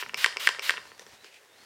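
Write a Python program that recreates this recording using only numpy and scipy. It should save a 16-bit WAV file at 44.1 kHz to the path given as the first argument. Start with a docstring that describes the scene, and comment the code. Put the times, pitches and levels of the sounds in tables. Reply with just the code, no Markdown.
"""Pump mist bottle, close by

Four quick strokes of mist, the first already under way, are shaped noise under a rising pressure curve.
The pump's knocks, clacks and clicks, the plopping liquid and ticks in the hand are sums of damped modes.
Then the arm is lowered: sleeve and sliding bottle are grainy noise, thin rising whistles are gliding sines.
A low rumble, still air and the decaying noise of a small room's reverberation surround them.
"""
import sys
import numpy as np
from scipy import signal
from scipy.fft import rfft, irfft
from scipy.io import wavfile
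from scipy.ndimage import uniform_filter1d

SR = 44100
rng = np.random.default_rng(int(sys.argv[2]) if len(sys.argv) > 2 else 0)


def generate_wav(sig):
    """Save sig (samples, or channels by samples) to the path in sys.argv[1] as 16-bit PCM at SR."""
    pcm = np.round(np.clip(np.atleast_2d(sig).T, -1, 1) * 32767).astype(np.int16)
    wavfile.write(sys.argv[1], SR, pcm)


N = 72765
T = np.arange(N) / SR  # time in seconds
DECAY_60_DB = np.log(1000)  # exponent of a 60 dB fall


def undb(db):
    """Level law: decibels to amplitude gain."""
    return 10 ** (np.asarray(db) / 20)


def unit(x):
    """Normalization: scale to an rms of 1."""
    return x / np.sqrt(np.mean(x ** 2))


def along(points, hz):
    """Interpolation of (Hz, value) points on a logarithmic frequency axis."""
    point_hz, values = np.array(points, float).T
    return np.interp(np.log(np.maximum(hz, 1)), np.log(point_hz), values)


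def tint(x, points):
    """Linear filtering: weight the spectrum by (Hz, dB) points."""
    hz = np.fft.rfftfreq(len(x), 1 / SR)
    return irfft(rfft(x) * undb(along(points, hz)), len(x))


def noise(points, grain_db=0):
    """Coloured noise of rms 1; random sample gains in dB make it a crowd of unequal specks."""
    white, size = rng.standard_normal((2, N))
    specks = white * undb(grain_db * size)
    return unit(tint(specks, points))


def curve(points):
    """Envelope: gain over time from (s, dB) points."""
    return undb(np.interp(T, *np.array(points).T))


def spread(mid, side, side_db):
    """Mid-side stereo: the side signal enters left and right with opposite signs."""
    return mid + undb(side_db) * side * np.array([[1], [-1]])


def knocks(events, modes):
    """Modal synthesis: each blow rings heavily damped modes of the plastic, brighter when it is hard."""
    pivot_hz, contact_s = 2000, 0.00005
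    thin_hz = 331  # the small bottle radiates little bass
    out = np.zeros(N)
    for start, db, pitch, bright_db in events:
        first = int(start * SR)
        age = np.maximum(T[first:first + 4096] - start, 0)
        ring = 0
        for k, (hz, mode_db, t60) in enumerate(modes):
            tilt_db = bright_db * np.log2(hz / pivot_hz)
            size = (-1) ** k * undb(db + mode_db + tilt_db)  # neighbours swing opposite ways
            decay = np.exp(-DECAY_60_DB * age / t60)
            ring = ring + size * decay * np.sin(2 * np.pi * hz * pitch * age)
        onset = 1 - np.exp(-age / contact_s)
        out[first:first + len(age)] += ring * onset
    highpass = signal.butter(4, thin_hz, "high", fs=SR, output="sos")
    return signal.sosfilt(highpass, out)


# Colour of the still room. Each row: frequency in Hz, relative spectral level in dB.
AIR_COLOUR = [(30, -54), (250, -11), (400, 10), (700, 3), (1200, -1.5), (1750, 5.5), (2800, -1.5),
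              (5000, -13), (9000, -9), (16000, -14.5)]


def still_air():
    """Stationary noise: a steady coloured hush, nearly the same on both sides."""
    level_db, side_db = -61.5, -24
    return undb(level_db) * spread(noise(AIR_COLOUR), noise(AIR_COLOUR), side_db)


# Low rumble of the moving body. Each row: time in seconds, level in dB before panning.
RUMBLE_LEVEL = [(0, -85), (.045, -63.5), (.2, -63), (.3, -70), (.5, -69), (.64, -71.5), (.8, -67),
                (.96, -71), (1.09, -66.5), (1.33, -79.5), (1.47, -82), (1.63, -72)]
# Colour of the rumble. Each row: frequency in Hz, relative spectral level in dB.
RUMBLE_COLOUR = [(20, -46), (45, -10), (75, -1), (140, 0.5), (250, 0.5), (500, -27.5)]


def body_rumble():
    """Amplitude modulation: movement raises and lowers a low noise in the microphone."""
    side_db, left_over_right_db = -12.5, 5.5
    rumble = curve(RUMBLE_LEVEL) * spread(noise(RUMBLE_COLOUR), noise(RUMBLE_COLOUR), side_db)
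    return rumble * undb(np.array([[left_over_right_db], [-left_over_right_db]]) / 2)


# Faint rising whistles. Each row: start in seconds, length in seconds, first frequency in Hz,
# middle frequency in Hz, last frequency in Hz (all before the waver), level in dB before the flicker.
WHISTLES = [(.85, .13, 4100, 4450, 4600, -61), (1.14, .19, 3500, 4100, 4600, -62),
            (1.47, .10, 3650, 3650, 3900, -64.5), (1.55, .13, 3850, 4400, 4400, -60)]


def whistles():
    """Frequency modulation: thin tones glide upward, wavering in pitch and flickering in level."""
    waver_ratio, flicker_db = .032, 3  # rms depths
    slow_noise = unit(uniform_filter1d(rng.standard_normal(N), size=400))
    fast_noise = unit(uniform_filter1d(rng.standard_normal(N), size=50))
    waver = 1 + waver_ratio * fast_noise
    flicker = unit(undb(flicker_db * slow_noise))
    out = np.zeros(N)
    for start, length, from_hz, middle_hz, to_hz, db in WHISTLES:
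        part = np.clip((T - start) / length, 0, 1)
        hz = np.interp(part, [0, .5, 1], [from_hz, middle_hz, to_hz]) * waver
        swell = np.sqrt(np.abs(np.sin(np.pi * part)))
        out += undb(db) * swell * np.sin(2 * np.pi * np.cumsum(hz) / SR)
    return out * flicker


CLOTH_GRAIN_DB = 6  # spread of the speck sizes
# Sleeve rubbing as the arm comes down. Each row: time in seconds, level in dB.
SLEEVE_LEVEL = [(.78, -57.5), (.87, -55), (.97, -60.5), (1.02, -51), (1.05, -59), (1.14, -52.5),
                (1.19, -61.5), (1.235, -57), (1.255, -54), (1.31, -70), (1.36, -63.5), (1.42, -61),
                (1.5, -63.5), (1.63, -57)]
# Colour of the cloth. Each row: frequency in Hz, relative spectral level in dB.
CLOTH_COLOUR = [(120, -64), (280, -2), (420, -13.5), (750, 0), (1200, -3), (1800, -1.5), (2800, -4.5),
                (5500, -6), (9000, -14), (15000, -25)]


def sleeve():
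    """Friction noise: cloth rubbing on cloth is a crowd of unequal specks under a moving level."""
    return curve(SLEEVE_LEVEL) * noise(CLOTH_COLOUR, grain_db=CLOTH_GRAIN_DB)


# The bottle slides over cloth. Each row: start in seconds, length in seconds, peak level in dB.
SLIDES = [(1.10, .07, -65), (1.222, 0.088, -54), (1.294, 0.11, -54)]
# Colour of the slide. Each row: frequency in Hz, relative spectral level in dB.
SLIDE_COLOUR = [(1200, -29), (1900, -2.5), (2600, 1), (3600, -7), (8000, -14), (14000, -31)]


def slides():
    """Friction noise: short swishes of plastic on cloth swell and fade as half sines."""
    swell = np.zeros(N)
    for start, length, db in SLIDES:
        part = np.clip((T - start) / length, 0, 1)
        swell += undb(db) * np.sin(np.pi * part)
    return swell * noise(SLIDE_COLOUR, grain_db=CLOTH_GRAIN_DB)


# The bottle ticks in the hand. Each row: start in seconds, level in dB, pitch ratio,
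# brightness in dB per octave.
TICKS = [(.0883, -42.5, 1.17, 2.5), (.9950, -29.5, 1.03, 0), (1.019, -43, 1.1, -5.5),
         (1.0655, -35, 0.97, -2), (1.2450, -32.5, 0.87, -1)]
# Modes of a tick. Each row: frequency in Hz at pitch ratio 1, relative level in dB, t60 in seconds.
TICK_MODES = [(457, -12.5, 0.021), (1790, -5.5, 0.0086), (3460, -8, 0.0085), (5660, -1, 0.0038),
              (8340, -9.5, 0.0029), (12400, -20, .004)]


def hand_ticks():
    """Impact excitation: light contacts ring the bottle's modes."""
    return knocks(TICKS, TICK_MODES)


# Liquid plops in the bottle. Each row: start in seconds, level in dB, pitch ratio,
# brightness in dB per octave.
PLOPS = [(.0255, -19, 0.96, -1.5), (.0337, -22.5, 1.06, 0.5), (.0625, -25.5, 0.77, 3),
         (.0945, -23.5, 1.0, 4), (.1357, -32, 0.97, -6), (.3255, -29, 1.02, 6), (.362, -32, 0.85, -6),
         (.548, -26.5, 1.32, -0.5), (.587, -31, 1.15, -6.5), (.718, -27, 1.44, 6), (.739, -23, 0.94, 0),
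         (.7655, -29, 1.21, 1), (.7717, -23, 1.01, 9), (.7785, -21, 1.0, 0), (.783, -38, 0.79, -4),
         (.854, -37.5, 0.98, -3.5), (.9175, -35, 1.04, -4.5)]
# Modes of a plop. Each row: frequency in Hz at pitch ratio 1, relative level in dB, t60 in seconds.
PLOP_MODES = [(397, -16.5, 0.014), (1084, -6.5, 0.0092), (1770, -0.5, 0.0052), (2830, -4, 0.0072)]


def liquid_plops():
    """Damped resonance: each plop rings four short modes at its own pitch."""
    return knocks(PLOPS, PLOP_MODES)


# The spring throws the head back to its stop. Each row: start in seconds, level in dB, pitch ratio,
# brightness in dB per octave.
RETURNS = [(.1440, -13.5, 0.98, -0.5), (.3698, -13.5, 0.975, -1), (.5943, -17, 1.007, -1)]
# Modes of a return. Each row: frequency in Hz at pitch ratio 1, relative level in dB, t60 in seconds.
RETURN_MODES = [(443, -17, 0.01), (1177, -12.5, 0.0099), (2240, -3, 0.0092), (2800, -1, 0.0046),
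                (5320, -5, 0.0057), (8200, -16, 0.0038), (13000, -22.5, 0.0022)]


def return_clicks():
    """Impact excitation: the head meeting its stop clicks in damped modes."""
    return knocks(RETURNS, RETURN_MODES)


# The finger lets go and the head rocks. Each row: start in seconds, level in dB, pitch ratio,
# brightness in dB per octave.
RELEASES = [(.2613, -2.5, 1.003, 0.5), (.4898, -4, 0.953, 1), (.7066, -6, 1.08, 0)]
# Modes of a release. Each row: frequency in Hz at pitch ratio 1, relative level in dB, t60 in seconds.
RELEASE_MODES = [(436, -21.5, 0.0091), (1104, -11.5, 0.01), (1720, -7.5, 0.0034), (2980, -4, 0.0035),
                 (4380, -3, 0.001), (8230, -15, 0.0026)]


def release_clacks():
    """Impact excitation: the rocking head clacks in short, bright modes."""
    return knocks(RELEASES, RELEASE_MODES)


# The piston hits bottom. Each row: start in seconds, level in dB, pitch ratio,
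# brightness in dB per octave.
BOTTOMS = [(.2442, -2, 1.0, 1), (.4729, -1, 1.0, 0), (.6947, -5.5, 1, -1.5)]
# Modes of the hit. Each row: frequency in Hz at pitch ratio 1, relative level in dB, t60 in seconds.
BOTTOM_MODES = [(444, -21, 0.0051), (1146, -18, 0.025), (1596, -5.5, 0.018), (2019, -0.5, 0.0092),
                (3065, -3, 0.0037), (5110, -12, 0.004), (7540, -17.5, 0.0039), (9520, -21.5, 0.0047)]


def bottom_knocks():
    """Impact excitation: the stopped piston rings the modes of the pump."""
    return knocks(BOTTOMS, BOTTOM_MODES)


def bottle():
    """Early scattering: all knocks, with a short noise tail from face, hand and chest."""
    near_t60_s, near_db = 0.022, -10
    hits = bottom_knocks() + release_clacks() + return_clicks() + liquid_plops() + hand_ticks()
    scatter = rng.standard_normal(N) * np.exp(-DECAY_60_DB * T / near_t60_s) * (T > .002)
    scatter /= np.linalg.norm(scatter)
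    return hits + undb(near_db) * signal.fftconvolve(hits, scatter)[:N]


# Strokes of mist. Each row: start in seconds, end in seconds, strength in dB re a full stroke.
SPRAYS = [(-.06, .016, -3), (.1690, .2445, .4), (.3940, .473, 0), (.619, .696, -.4)]
# Colour of the nozzle jet. Each row: frequency in Hz, relative spectral level in dB.
JET_COLOUR = [(200, -46), (400, -17), (750, -14.5), (1100, -5), (2050, -1), (3100, 0.5), (5200, -7),
              (6600, -12.5), (9500, -14), (11500, -19), (15000, -14), (16000, -29)]


def mist():
    """Jet noise: it opens sharply, grows with the finger's pressure and dies fast at the stroke's end."""
    full_stroke_db, rise_db_per_s, droplet_db = -32.5, 40, -1
    attack_s, release_s = 0.0054, 0.01
    flow = np.zeros(N)
    for start, end, db in SPRAYS:
        pressure_db = rise_db_per_s * (np.minimum(T, end) - end)  # reaches 0 at the end
        opening = np.clip((T - start) / attack_s, 0, 1)
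        closing = np.exp(-np.maximum(T - end, 0) / release_s)
        flow += undb(full_stroke_db + db + pressure_db) * opening * closing
    return flow * noise(JET_COLOUR, grain_db=droplet_db)


# Reverberation time of the room. Each row: frequency in Hz, t60 in seconds.
ROOM_T60 = [(200, 0.15), (1000, 0.62), (2500, 0.29), (5500, 0.44), (9000, 0.5), (15000, 0.1)]
# Colour of the reverberation. Each row: frequency in Hz, relative level in dB.
ROOM_COLOUR = [(150, -8), (450, 3.5), (1500, -5.5), (3000, -3), (5500, 4), (8000, -2.5), (14000, 2.5)]


def room(x):
    """Diffuse reverberation: convolution with noise that decays at its own rate in each band."""
    delay_s, build_s = 0.0063, 0.0071
    hz, age, cells = signal.stft(rng.standard_normal(N), SR, nperseg=256)
    t60 = along(ROOM_T60, hz)[:, None]
    equal_energy = np.sqrt(2 * DECAY_60_DB / (t60 * SR))  # offsets the extra energy of long decays
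    fade = np.exp(-DECAY_60_DB * age / t60) * equal_energy
    colour = undb(along(ROOM_COLOUR, hz))[:, None]
    tail = signal.istft(cells * fade * colour, SR)[1][:N]
    tail = tail * np.clip((T - delay_s) / build_s, 0, 1)
    return signal.fftconvolve(x, tail)[:N]


def scene():
    """Superposition: mist and bottle in the room, over cloth, whistles and still air, mostly central."""
    mist_room_db, click_room_db, room_side_db = -7.5, -8, -23
    hiss, hits = mist(), bottle()
    send = undb(mist_room_db) * hiss + undb(click_room_db) * hits
    reverberation = spread(room(send), room(send), room_side_db)
    background = still_air() + body_rumble() + whistles() + sleeve() + slides()
    return background + reverberation + hits + hiss


def record(dry):
    """Band limiting: the recorder cuts the top with a steep low-pass at 16250 Hz."""
    lowpass = signal.ellip(10, .2, 70, 16250, fs=SR, output="sos")
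    return signal.sosfilt(lowpass, dry)


dry = scene()
out = record(dry)
generate_wav(out)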